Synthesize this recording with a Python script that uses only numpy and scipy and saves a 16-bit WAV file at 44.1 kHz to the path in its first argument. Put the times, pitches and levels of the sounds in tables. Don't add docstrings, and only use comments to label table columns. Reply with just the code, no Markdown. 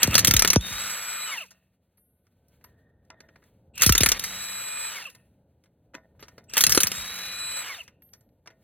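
import sys
import numpy as np
from scipy import signal
from scipy.fft import rfft, irfft, next_fast_len
from scipy.io import wavfile
from scipy.ndimage import uniform_filter1d

SR = 44100
rng = np.random.default_rng(int(sys.argv[2]) if len(sys.argv) > 2 else 0)


def linear_from_db(decibels):
    return 10 ** (np.asarray(decibels, float) / 20)


def output_pcm(signal):
    pcm = np.clip(np.atleast_2d(signal).T, -1, 1) * 32767
    wavfile.write(sys.argv[1], SR, np.round(pcm).astype(np.int16))


N = 380583
T = np.arange(N) / SR

# time in seconds, level in dB.
RUMBLE_LEVEL = [(0.0, -65.5), (1.58, -72), (2.31, -71), (2.52, -65), (2.91, -62), (3.75, -61.5),
                (4.93, -69), (5.79, -65), (6.49, -58), (7.3, -58.5), (7.79, -64.5), (8.63, -65)]
# frequency in Hz, relative density in dB per Hz.
RUMBLE_SPECTRUM = [(18, -36.5), (30, -12.5), (75, 4), (144, 0), (297, -8.5), (562, -11), (805, -19),
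                   (903, -21.5), (1170, -37.5), (1500, -31), (1950, -59.5), (3300, -120)]
# peak in seconds, level in dB, fade in dB per second.
SHUDDERS = [(0.1, -33.5, 43.5), (0.24, -37, 46), (3.85, -51.5, 30.5), (4.02, -50.5, 33.5), (6.69, -35, 206),
            (6.751, -52, 42)]
SHUDDER_RISE_DB_S = 199.5
# time in seconds, frequency in Hz, level in dB.
FAR_WHINE = [(1.6, 1440, -100), (1.8, 1460, -101.5), (2.8, 1568, -81), (3.101, 1590, -100)]
# peak in seconds, level in dB, spread in seconds.
RUSTLES = [(1.5, -83.5, .25), (2.3, -87, 0.14), (2.62, -76, 0.14), (3.35, -81, .17), (5.17, -76.5, .15),
           (6.28, -77, .12), (7.86, -86.5, .2), (8.63, -80.5, .08)]
RUSTLE_FLOOR_DB = -88.5
# frequency in Hz, relative density in dB per Hz.
CLOTH_SPECTRUM = [(700, -3.5), (1500, -1.5), (3000, -4), (5000, -9), (8000, -10), (12000, -9.5),
                  (15800, -10)]
# start in seconds, length in seconds, level in dB.
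RUBS = [(2.644, 0.44, -73.5), (3.111, 0.29, -67.5)]
# frequency in Hz, relative density in dB per Hz.
RUB_SPECTRUM = [(450, -12), (600, -2), (750, -13), (1500, -11), (1750, -3), (1850, 8), (1950, -10),
                (2300, -27), (3000, -29), (3600, -17), (4300, -38)]

# start in seconds, relative level in dB, treble tilt in dB per
# octave, scuff decay t60 in seconds.
CLINKS = [(1.5064, -31, -1, 0.067), (1.975, -52, -8, 0.067), (2.2662, -55, -5, 0.071),
          (2.4819, -52, 8, 0.084), (2.6104, -50, -7, 0.055), (2.6412, -32, -5.5, 0.038),
          (3.0488, -60, -0.5, 0.04), (3.1016, -24, -9, 0.019), (3.2037, -29.5, -6, 0.032),
          (3.286, -40.5, -9.5, 0.053), (3.3363, -58, -11, 0.052), (3.358, -35.5, -10, 0.049),
          (3.422, -48.5, -7.5, 0.093), (3.437, -47, -4, 0.05), (5.098, -33, 0.5, 0.052),
          (5.1485, -33, -2, 0.039), (5.6374, -48, -4, 0.058), (5.6573, -51, -7, 0.065),
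          (5.9364, -39, -12, 0.12), (5.942, -26.5, -8.5, 0.068), (5.9492, -19.5, -8, 0.037),
          (6.15, -52, -19, 0.05), (6.1937, -40.5, -7, 0.22), (6.2253, -27, -6.5, 0.083),
          (6.2822, -30, -4, 0.036), (6.3795, -28, -7.5, 0.051), (6.439, -52, 5.5, 0.06),
          (6.4958, -29, -1.5, 0.066), (7.878, -33.5, -3, 0.042), (8.02, -52, -4.5, 0.056),
          (8.088, -58, -4, 0.04), (8.1333, -33, 0.5, 0.066), (8.1566, -63, -10, 0.06),
          (8.207, -50.5, 0, 0.054), (8.289, -62, -3, 0.038), (8.4585, -40, -8, 0.1),
          (8.4732, -25, -7, 0.026), (8.5023, -38.5, -7, 0.07)]
# nominal frequency in Hz, relative level in dB, t60 in seconds.
WHEEL_MODES = [(646, -9, .5), (883, -7, .14), (991, -4, .15), (1250, -5, .06), (1350, -4, .12),
               (1464, -9, .28), (1660, -4, .05), (1836, -11, .4), (2040, -3, .16), (2250, -5, .05),
               (2482, -17, .15), (2800, -6, .05), (3650, -22, .3)]
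WHEEL_RING_DB = -33.5
# start in seconds, low tone in dB, high tone in dB, factor on the decay t60.
SOCKET_RINGS = [(1.973, -64, -63.5, 1.33), (2.641, -57, -45, 0.15), (3.204, -85, -73, .6),
                (5.099, -60, -76, 0.83), (5.949, -83, -72.5, 0.43), (6.205, -85, -51, 0.17),
                (8.021, -68.5, -52, 0.99), (8.134, -80, -63, 0.37)]
# nominal frequency in Hz, relative level in dB, t60 in seconds ahead of the factor.
SOCKET_LOW = [(9790, 0, .55), (9717, -10, .3)]
# nominal frequency in Hz, relative level in dB, t60 in seconds ahead of the factor.
SOCKET_HIGH = [(12620, 0, .55), (12520, -10, .25)]

# start in seconds, relative level in dB, fade in seconds, sharpness of the start.
WHOOMPS = [(0.045, -26, .04, 1), (0.077, -15.5, .02, 1), (.155, -23.5, .015, 1), (0.2798, -17, 0.028, 0.95),
           (0.308, -19.5, 0.02, 0.8), (0.338, -15.5, 0.045, 0.4), (.44, -31.5, 0.025, 0.2),
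           (0.484, -33, .03, 0.3), (0.561, -5, 0.016, 1.2), (.66, -28, 0.026, 0.02),
           (0.707, -31, 0.03, 0.16), (3.80, -34.5, 0.066, 0.19), (3.862, -14, 0.041, .6),
           (3.8931, -10, 0.033, 0.45), (4.006, -14.5, 0.025, 0.57), (4.063, -27.5, 0.052, .2),
           (6.668, -25, 0.017, 0.54), (6.836, -27.5, 0.015, 0.64), (6.967, -34, 0.038, 0.07)]

# time in seconds, gear mesh in Hz, relative level
# in dB of its 1st harmonic, of its 2nd, and of the fan and gearbox noise.
SPIN_RUNS = [
    [(0.575, 3400, -70, -69.5, -46.5), (0.605, 3483, -47.5, -62, -41.5), (0.623, 3790, -42.5, -59, -41),
     (0.647, 3687, -39.5, -63, -37.5), (0.827, 3905, -41, -35, -36), (1.045, 3923, -54.5, -34.5, -39),
     (1.249, 3979, -41.5, -36.5, -41), (1.312, 3770, -50, -42.5, -36.5)],
    [(4.14, 3600, -59, -84, -43), (4.25, 3852, -44, -48.5, -39.5), (4.416, 3953, -41.5, -39, -41.5),
     (4.714, 3971, -48, -37, -41.5), (4.878, 3996, -44.5, -37.5, -40.5), (4.956, 3785, -53, -50, -38.5)],
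    [(6.85, 3700, -71, -75, -43.5), (6.906, 3753, -49, -51, -38.5), (6.98, 3816, -44, -40, -39),
     (7.19, 3950, -40, -65, -41.5), (7.406, 3980, -37.5, -40.5, -43), (7.598, 3980, -40.5, -35.5, -39.5),
     (7.69, 3800, -70, -52, -38.5)],
]
PINION_TEETH = 13
THIRD_DB, THIRD_BELOW_DB = -58, -13
# multiple of shaft rate, relative level in dB.
POLE_ORDERS = [(4, -8), (5, -12), (8, 0), (12, -17), (20, -14), (36, -3)]
HUM_DB, HUM_RISE_DB_S, HUM_TOP_DB = -63.5, 24.5, -50
# frequency in Hz, width in Hz, lift in dB.
HOUSING = [(2720, 290, 18), (2125, 55, 6.5)]
# multiple of shaft rate, relative level in dB.
BRAKE_ORDERS = [(4, -49.5), (8, -47.5), (13, -53), (16, -52.5), (19, -50), (22, -57)]
RUN_DB = [0, -3.5, -3]
BITE_HZ_S, BITE_S, BRAKE_HZ_S, BRAKE_S = 11520, .035, 17800, .15
BRAKE_FADE_DB_S, BRAKE_WOBBLE = 397, .012
BRAKE_FLUTTER_DB = 8
BITE_ORDER, BITE_DB, BITE_FADE = 8, -38.5, 0.23
RELEASE_S, RELEASE_ORDER, RELEASE_DB = 0.051, 9.94, -48.5

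# frequency in Hz, relative density in dB per Hz.
GEAR_SPECTRUM = [(150, -23), (400, -11.5), (800, -7), (1300, -1.5), (1900, 0), (2500, -1.5), (3300, -6),
                 (4300, -8.5), (5500, -5), (7000, -9), (9000, -12), (11000, -12.5), (14000, -15),
                 (16300, -22)]
# start in seconds, end in seconds.
HAMMERING = [(0.0, 0.572), (3.9, 4.18), (6.648, 6.88)]
LOAD_DB, LOAD_TREBLE_DB = -38, -48
TREBLE_SAG_DB_S, TREBLE_RISE_S = 8, .04
WHIR_SPEED_POWER, TREBLE_SPEED_POWER, COAST_DB_S = 3.9, 2.3, 450.5
# start in seconds, first catch in seconds, level in dB
WIND_UPS = [(-0.06, 0.033, -25.5, -28.5, -34), (0.031, 0.14, -27, -29.5, -40.5),
            (3.735, 3.834, -20.5, -26, -50.5), (6.478, 6.58, -22.5, -35, -48.5)]
WIND_GEAR_RISE_DB, WIND_GROWL_RISE_DB, WIND_WHINE_RISE_DB, WIND_FADE_DB_S = 63.5, 31, 8, 700.5
WHINE_HZ = 7700
# frequency in Hz, relative density in dB per Hz.
GROWL_SPECTRUM = [(2200, -23), (2550, -3), (2700, 1), (2850, -7.5), (3200, -19.5)]
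STOP_GROWL_DB, STOP_FADE_DB_S = -61.5, 130
# frequency in Hz, relative density in dB per Hz.
DRONE_SPECTRUM = [(1050, -28), (1200, -1.5), (1450, 0), (1650, -10)]
DRONE_DB, DRONE_RISE_S = -43.5, 0.076

# start in seconds, relative level in dB, rattle decay t60 in seconds.
BLOWS = [(0.0302, 1.5, 0.035), (0.0726, -22, 0.071), (0.1076, -25, 0.057), (0.142, -9, 0.024),
         (0.1519, 1, 0.048), (0.179, -0.5, 0.04), (0.191, -6.5, 0.064), (0.2464, 0, 0.037),
         (0.271, -3.5, 0.049), (0.278, -7, 0.056), (0.3091, 2.5, 0.021), (0.337, -0.5, 0.034),
         (0.3646, -1, 0.031), (0.393, 0.5, 0.03), (0.4209, 0, 0.023), (0.4472, -3, 0.04),
         (0.4748, -6, 0.044), (0.5016, 0.5, 0.022), (0.5307, -3.5, 0.034), (0.5584, -6, 0.014),
         (0.609, -30, 0.06), (3.7547, -40.5, 0.05), (3.7778, -23, 0.042), (3.798, -23, 0.017),
         (3.8101, -16.5, 0.05), (3.8192, -1.5, 0.046), (3.8321, -4.5, 0.079), (3.862, -1.5, 0.073),
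         (3.8923, -2, 0.035), (3.9223, 1, 0.021), (3.9505, -2.5, 0.035), (3.9783, 1.5, 0.019),
         (4.0051, -7, 0.081), (4.0326, -1.5, 0.032), (4.0601, -2.5, 0.042), (4.0875, -5.5, 0.047),
         (4.1169, -3.5, 0.035), (4.1946, -12.5, 0.022), (4.2379, -15.5, 0.08), (6.535, -19.5, 0.067),
         (6.568, -8.5, 0.028), (6.5775, -7.5, 0.1), (6.6066, -5, 0.094), (6.6372, 2.5, 0.024),
         (6.6654, 1.5, 0.023), (6.6935, -11, 0.18), (6.7206, -4, 0.05), (6.747, -10, 0.11),
         (6.7747, 0, 0.028), (6.8027, -6.5, 0.076), (6.8323, -1.5, 0.026), (6.8692, -12.5, 0.056),
         (6.9158, -16, 0.043)]
# frequency in Hz, relative density in dB per Hz.
BLOW_SPECTRUM = [(150, -12.5), (400, -6.5), (800, -15.5), (1300, -3.5), (2000, 0.5), (3200, -4),
                 (4200, -2.5), (5500, 7), (7000, 0), (9000, -2.5), (11000, -4.5), (14000, -4),
                 (16500, -15.5)]
GRAIN_DB, COLOUR_SCATTER_DB, TILT_DB, TILT_SCATTER_DB = 3.5, 3.2, 0.15, 2
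# nominal frequency in Hz, relative level in dB, t60 in seconds.
ANVIL_MODES = [(1366, -13, 0.082), (1916, -13.5, 0.039), (2070, -19.5, 0.014), (2650, -5.5, 0.051),
               (3215, 4, 0.019), (3890, 3.5, 0.026), (6060, -0.5, 0.075), (6100, -8.5, 0.038),
               (7570, -9.5, 0.021), (13500, -8.5, .02)]
ANVIL_SCATTER_DB = 4
# nominal frequency in Hz, relative level in dB, t60 in seconds.
TIP_MODES = [(9800, -1.5, 0.075), (9400, -3, .04)]
TIP_DB, TIP_SCATTER_DB, TIP_GAIN_DB_S = -33, 4, 2.45
TYRE_AIR_HZ, TYRE_AIR_DB, TYRE_AIR_T60_S = 187.2, -64.5, 2.4

# frequency in Hz, lead of the left port in radians.
PORT_LEAD = [(0, 0), (2240, .15), (2600, .5), (3100, .15), (4050, .2), (4400, .8), (4750, 2.9), (5450, 3.5),
             (5800, 3.9), (7240, 4.1), (9900, 5.2), (10600, 5.8), (11900, 6.1), (16500, 6.4)]
LEFT_DB = .2
ECHO_DB, ECHO_SIDE_DB, ECHO_T60_S = -12.5, -12, 0.065
TOP_HZ = 16500


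def unit(x):
    return x / np.sqrt(np.mean(x ** 2))


def colour(x, points):
    hz, db = np.transpose(points)
    size = next_fast_len(x.shape[-1])
    f = np.fft.rfftfreq(size, 1 / SR) + 1
    edge = np.minimum(f / hz[0], 1) ** 2 * np.minimum(hz[-1] / f, 1) ** 2
    gain = linear_from_db(np.interp(np.log(f), np.log(hz), db)) * edge
    return irfft(rfft(x, size) * gain, size)[..., :x.shape[-1]]


def shaped_noise(points):
    return unit(colour(rng.standard_normal(N), points))


def curves(tables, off):
    rows = []
    for table in tables:
        rows += [(table[0][0] - .004, *off), *table, (table[-1][0] + .004, *off)]
    s, *columns = np.transpose(rows)
    return [np.interp(T, s, column) for column in columns]


def walk(rate):
    k = int(SR / rate)
    held = np.repeat(rng.standard_normal(N // k + 1), k)
    return 0.95 * uniform_filter1d(uniform_filter1d(held, k), k)[:N]


def peak(s, db, rise_db_s, fall_db_s):
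    return db - np.where(T < s, rise_db_s * (s - T), fall_db_s * (T - s))


def add(out, s, sound):
    i = int(s * SR)
    out[i:i + len(sound)] += sound[:N - i]


def sine(hz):
    return np.sin(2 * np.pi * np.cumsum(hz) / SR)


def ring(modes, t, scatter_db, detune):
    hz, db, t60 = np.transpose(modes)[:, :, None]
    level, pitch, phase = rng.standard_normal((3, len(modes), 1))
    decay = linear_from_db(db + scatter_db * level - 60 * t / t60)
    return np.sum(decay * np.sin(2 * np.pi * hz * (1 + detune * pitch) * t + phase), 0)


def burst(t, tilt_db, t60, rise_s, grain_db):
    points = []
    for hz, db in BLOW_SPECTRUM:
        tilt = tilt_db * np.log2(max(hz, 800) / 4000)
        points.append((hz, db + tilt + COLOUR_SCATTER_DB * rng.standard_normal()))
    noise = rng.standard_normal(len(t))
    grain = np.repeat(rng.standard_normal(len(t) // 24 + 1), 24)[:len(t)]
    rattle = unit(colour(noise * linear_from_db(grain_db * grain), points))
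    crack = 1 + 1.5 * np.exp(-t / 0.0031)
    rise = 1 - np.exp(-(t / rise_s) ** 2)
    return rattle * rise * crack * linear_from_db(-60 * t / np.clip(t60, .008, .3))


def rumble():
    s, db = np.transpose(RUMBLE_LEVEL)
    gain = linear_from_db(np.interp(T, s, db))
    for s, db, fade in SHUDDERS:
        gain += linear_from_db(peak(s, db, SHUDDER_RISE_DB_S, fade))
    return gain * linear_from_db(1.9 * walk(9)) * shaped_noise(RUMBLE_SPECTRUM)


def far_whine():
    s, hz, db = np.transpose(FAR_WHINE)
    return linear_from_db(np.interp(T, s, db)) * sine(np.interp(T, s, hz))


def rustle():
    gain = linear_from_db(RUSTLE_FLOOR_DB)
    for s, db, spread in RUSTLES:
        gain = gain + linear_from_db(db) * np.exp(-((T - s) / spread) ** 2)
    return gain * linear_from_db(3.7 * walk(45) + 2.4 * walk(9)) * shaped_noise(CLOTH_SPECTRUM)


def rub():
    gain = np.zeros(N)
    for s, length, db in RUBS:
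        gain += linear_from_db(db) * np.sqrt(np.clip(1 - (T - s) / length, 0, 1)) * (T > s)
    return gain * linear_from_db(3 * walk(40)) * shaped_noise(RUB_SPECTRUM)


def clinks():
    out, t = np.zeros(N), T[:int(.4 * SR)]
    for s, db, tilt_db, t60 in CLINKS:
        flutter_db = 6 * np.repeat(rng.standard_normal(len(t) // 200 + 1), 200)[:len(t)]
        rim = ring(WHEEL_MODES, t, 3, .004) * linear_from_db(uniform_filter1d(flutter_db, 150))
        scuff = burst(t, tilt_db, t60, 0.0016, GRAIN_DB)
        add(out, s, linear_from_db(db - 14) * scuff + linear_from_db(db + WHEEL_RING_DB) * rim)
        add(out, s, linear_from_db(db - 33) * burst(t, tilt_db - 5.5, 0.2, 0.0044, 2))
    return out


def socket_rings():
    out, t = np.zeros(N), T[:int(.6 * SR)]
    for s, low_db, high_db, factor in SOCKET_RINGS:
        low = [(hz, db, t60 * factor) for hz, db, t60 in SOCKET_LOW]
        high = [(hz, db, t60 * factor) for hz, db, t60 in SOCKET_HIGH]
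        add(out, s, linear_from_db(low_db) * ring(low, t, 0.88, 0.0013) + linear_from_db(high_db) * ring(high, t, 0.84, .001))
    return out


def whoomps():
    out, t = np.zeros(N), T[:int(.2 * SR)]
    sweep = np.sin(2 * np.pi * (0.77 * np.log2(t / 0.00055 + .3) + 24 * t))
    for s, db, fade_s, sharp in WHOOMPS:
        rise = 1 - np.exp(-t * abs(sharp) / 0.002)
        add(out, s, linear_from_db(db) * sweep * np.exp(-(t / fade_s) ** 1.2) * rise)
    return out


def controls():
    bite_drop_hz = BITE_HZ_S * BITE_S
    stop_drop_hz = bite_drop_hz + BRAKE_HZ_S * (BRAKE_S - BITE_S)
    tables = []
    for run, run_db in zip(SPIN_RUNS, RUN_DB):
        start = run[0][0]
        s, hz, first_db, second_db, whir_db = run[-1]
        rows = [(*row, row[0] - start, row[0] - s, run_db) for row in run]
        for late, drop_hz in (BITE_S, bite_drop_hz), (BRAKE_S, stop_drop_hz):
            fade_db = BRAKE_FADE_DB_S * late
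            rows.append((s + late, hz - drop_hz, first_db - fade_db, second_db - fade_db, whir_db,
                         s - start, late, run_db))
        tables.append(rows)
    return curves(tables, (1201, -120, -120, -120, 0, 0, -120))


def wind_up():
    whine, growl, gears = np.zeros((3, N))
    for s, catch, gear_db, growl_db, whine_db in WIND_UPS:
        def ramp(db, rise_db):
            level_db = peak(catch, db, rise_db / (catch - s), WIND_FADE_DB_S)
            return linear_from_db(level_db) * np.clip((T - s) / .015, 0, 1)
        whine += ramp(whine_db, WIND_WHINE_RISE_DB)
        growl += ramp(growl_db, WIND_GROWL_RISE_DB)
        gears += ramp(gear_db, WIND_GEAR_RISE_DB)
    for run, run_db in zip(SPIN_RUNS, RUN_DB):
        growl += linear_from_db(peak(run[-1][0] + BRAKE_S, STOP_GROWL_DB + run_db, WIND_FADE_DB_S, STOP_FADE_DB_S))
    return whine, growl, gears


def coast(gain):
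    keep = linear_from_db(-COAST_DB_S / SR)
    return signal.lfilter([1 - keep], [1, -keep], gain)


def controller_whine(gain):
    return gain * linear_from_db(2.9 * walk(270)) * sine(WHINE_HZ * (1 + 0.0078 * walk(200)))


def housing_noise(growl_gain, free, free_s, run_db):
    rise = free * np.clip(free_s / DRONE_RISE_S - 1, 0, 1)
    drone_gain = coast(rise * linear_from_db(DRONE_DB + 2.54 * run_db + 4.03 * walk(30)))
    return growl_gain * shaped_noise(GROWL_SPECTRUM) + drone_gain * shaped_noise(DRONE_SPECTRUM)


def fan_and_gears(start_gain, speed, whir_db, free_s):
    load = sum(1. * (T >= a) * (T < b) for a, b in HAMMERING)
    load = uniform_filter1d(load, 400, mode="nearest")
    low_gain = coast(linear_from_db(whir_db) * speed ** WHIR_SPEED_POWER) + load * linear_from_db(LOAD_DB)
    top_gain = linear_from_db(whir_db - TREBLE_SAG_DB_S * free_s) * speed ** TREBLE_SPEED_POWER
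    top_gain = coast(top_gain * (1 - np.exp(-free_s / TREBLE_RISE_S))) + load * linear_from_db(LOAD_TREBLE_DB)
    noise = colour(rng.standard_normal(N) * linear_from_db(2.3 * walk(500)), GEAR_SPECTRUM)
    low = signal.sosfilt(signal.butter(4, 5000, fs=SR, output="sos"), noise)
    top = signal.sosfilt(signal.butter(4, 5000, "high", fs=SR, output="sos"), noise)
    top_flicker = linear_from_db(1.3 * walk(21) + 2.4 * walk(150))
    return low_gain * unit(low) + start_gain * unit(noise) + top_gain * top_flicker * unit(top)


def gear_mesh(turn, first_db, second_db, free):
    third_db = np.where(free, np.maximum(THIRD_DB, second_db + THIRD_BELOW_DB), second_db)
    out = np.zeros(N)
    for k, db in enumerate((first_db, second_db, third_db), 1):
        out += linear_from_db(db + 4 + 2 * walk(60)) * np.sin(k * PINION_TEETH * turn)
    return out


def orders(table, turn, shaft_hz, flutter_db=1.5):
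    out = np.zeros(N)
    for k, db in table:
        lift = 1
        for hz, width, peak_db in HOUSING:
            lift = lift + linear_from_db(peak_db) / (1 + (2 * (k * shaft_hz - hz) / width) ** 2)
        out += linear_from_db(db + flutter_db * walk(70)) * lift * np.sin(k * turn)
    return out


def motor_hum(turn, shaft_hz, speed, free, free_s, brake_s, braked, run_db):
    released = uniform_filter1d(free * (brake_s > -RELEASE_S) * 1., 200)
    hum_db = np.minimum(HUM_DB + HUM_RISE_DB_S * free_s, HUM_TOP_DB)
    hum_gain = (free - released) * np.minimum(free_s / .15, 1) * linear_from_db(hum_db)
    release_gain = released * linear_from_db(2 * run_db)
    braking = np.clip(braked * 20, 0, 1) * np.clip((1 - braked) * 6, 0, 1) * linear_from_db(run_db)
    bite_gain = braking * linear_from_db(run_db) * np.exp(-(braked / BITE_FADE) ** 2)
    hum = hum_gain * orders(POLE_ORDERS, turn, shaft_hz)
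    release = release_gain * orders([(RELEASE_ORDER, RELEASE_DB)], turn, shaft_hz)
    bite = bite_gain * orders([(BITE_ORDER, BITE_DB)], turn, shaft_hz)
    glide = braking * speed ** 0.94 * orders(BRAKE_ORDERS, turn, shaft_hz, BRAKE_FLUTTER_DB)
    return hum + release + bite + glide


def motor():
    mesh_hz, first_db, second_db, whir_db, free_s, brake_s, run_db = controls()
    braked = np.maximum(brake_s, 0) / BRAKE_S
    free = (free_s > 0) & (braked == 0)
    speed = mesh_hz / mesh_hz.max()
    shaft_hz = mesh_hz / PINION_TEETH
    wobble = 0.0017 * walk(80) + BRAKE_WOBBLE * (braked > 0) * walk(400)
    turn = 2 * np.pi * np.cumsum(shaft_hz * (1 + wobble)) / SR
    whine_gain, growl_gain, start_gain = wind_up()
    tones = gear_mesh(turn, first_db, second_db, free)
    tones += motor_hum(turn, shaft_hz, speed, free, free_s, brake_s, braked, run_db)
    noise = fan_and_gears(start_gain, speed, whir_db, free_s)
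    noise += housing_noise(growl_gain, free, free_s, run_db)
    return tones + noise + controller_whine(whine_gain)


def tyre_air(kicks):
    pole = np.exp(-np.log(1000) / TYRE_AIR_T60_S / SR)
    level = signal.lfilter([1], [1, -pole], kicks)
    return level * linear_from_db(2 * walk(12)) * np.sin(2 * np.pi * TYRE_AIR_HZ * T)


def hammer():
    out, kicks, t = np.zeros(N), np.zeros(N), T[:int(.12 * SR)]
    for s, db, t60 in BLOWS:
        tip_chance, tilt_chance = rng.standard_normal(2)
        tip_db = db + TIP_DB + TIP_GAIN_DB_S * s + TIP_SCATTER_DB * tip_chance
        steel = linear_from_db(db - 19.0) * ring(ANVIL_MODES, t, ANVIL_SCATTER_DB, 0.052)
        steel += linear_from_db(tip_db) * ring(TIP_MODES, t, 4.5, 0.0033)
        rattle = burst(t, TILT_DB + TILT_SCATTER_DB * tilt_chance, t60, 0.0012, GRAIN_DB)
        add(out, s, linear_from_db(db - 7.5) * rattle + steel * np.minimum(t / 0.0018, 1))
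        add(kicks, s, linear_from_db([db + TYRE_AIR_DB]))
    return out + tyre_air(kicks)


def echo(near):
    t = T[:int(.15 * SR)]
    scatter = rng.standard_normal((2, len(t))) * linear_from_db(-60 * t / ECHO_T60_S) * (t > .002)
    scatter /= np.sqrt(np.sum(scatter ** 2, 1, keepdims=True))
    scatter = colour(scatter, [(300, -8.5), (1500, -3.5), (5000, -5.5), (12000, -4.5)])
    scatter[1] = colour(scatter[1], [(300, -1.5), (2000, -2), (5000, 5.5), (9000, 4), (13000, -5)])
    return signal.fftconvolve(near[None], scatter, axes=1)[:, :N]


def scene():
    near = rumble() + far_whine() + rustle() + rub() + clinks() + socket_rings() + whoomps() + motor() + hammer()
    mid, side = echo(near)
    size = next_fast_len(N)
    lead = np.interp(np.fft.rfftfreq(size, 1 / SR), *np.transpose(PORT_LEAD))
    sides = np.array([[1], [-1]])
    spectrum = rfft(near + linear_from_db(ECHO_DB) * mid, size)
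    ports = irfft(spectrum * np.exp(.5j * lead * sides), size)[:, :N]
    return ports * linear_from_db(LEFT_DB * sides) + linear_from_db(ECHO_SIDE_DB) * side * sides


def top_cut(x):
    return signal.sosfilt(signal.butter(12, 16970, fs=SR, output="sos"), x)


def record(dry):
    x = signal.sosfilt(signal.butter(4, 38, "high", fs=SR, output="sos"), dry)
    bass = signal.sosfilt(signal.butter(2, 700, fs=SR, output="sos"), x)
    hold = np.exp(-1 / (0.047 * SR))
    loudness = np.sqrt(signal.lfilter([1 - hold], [1, -hold], bass.mean(0) ** 2))
    ducked = bass + (x - bass) / (1 + (loudness / 0.42) ** 2)
    rounded = np.tanh(ducked)
    mix = signal.sosfilt(signal.ellip(10, .2, 80, TOP_HZ, fs=SR, output="sos"), rounded)
    return top_cut(mix)


dry = scene()
out = record(dry)
output_pcm(out)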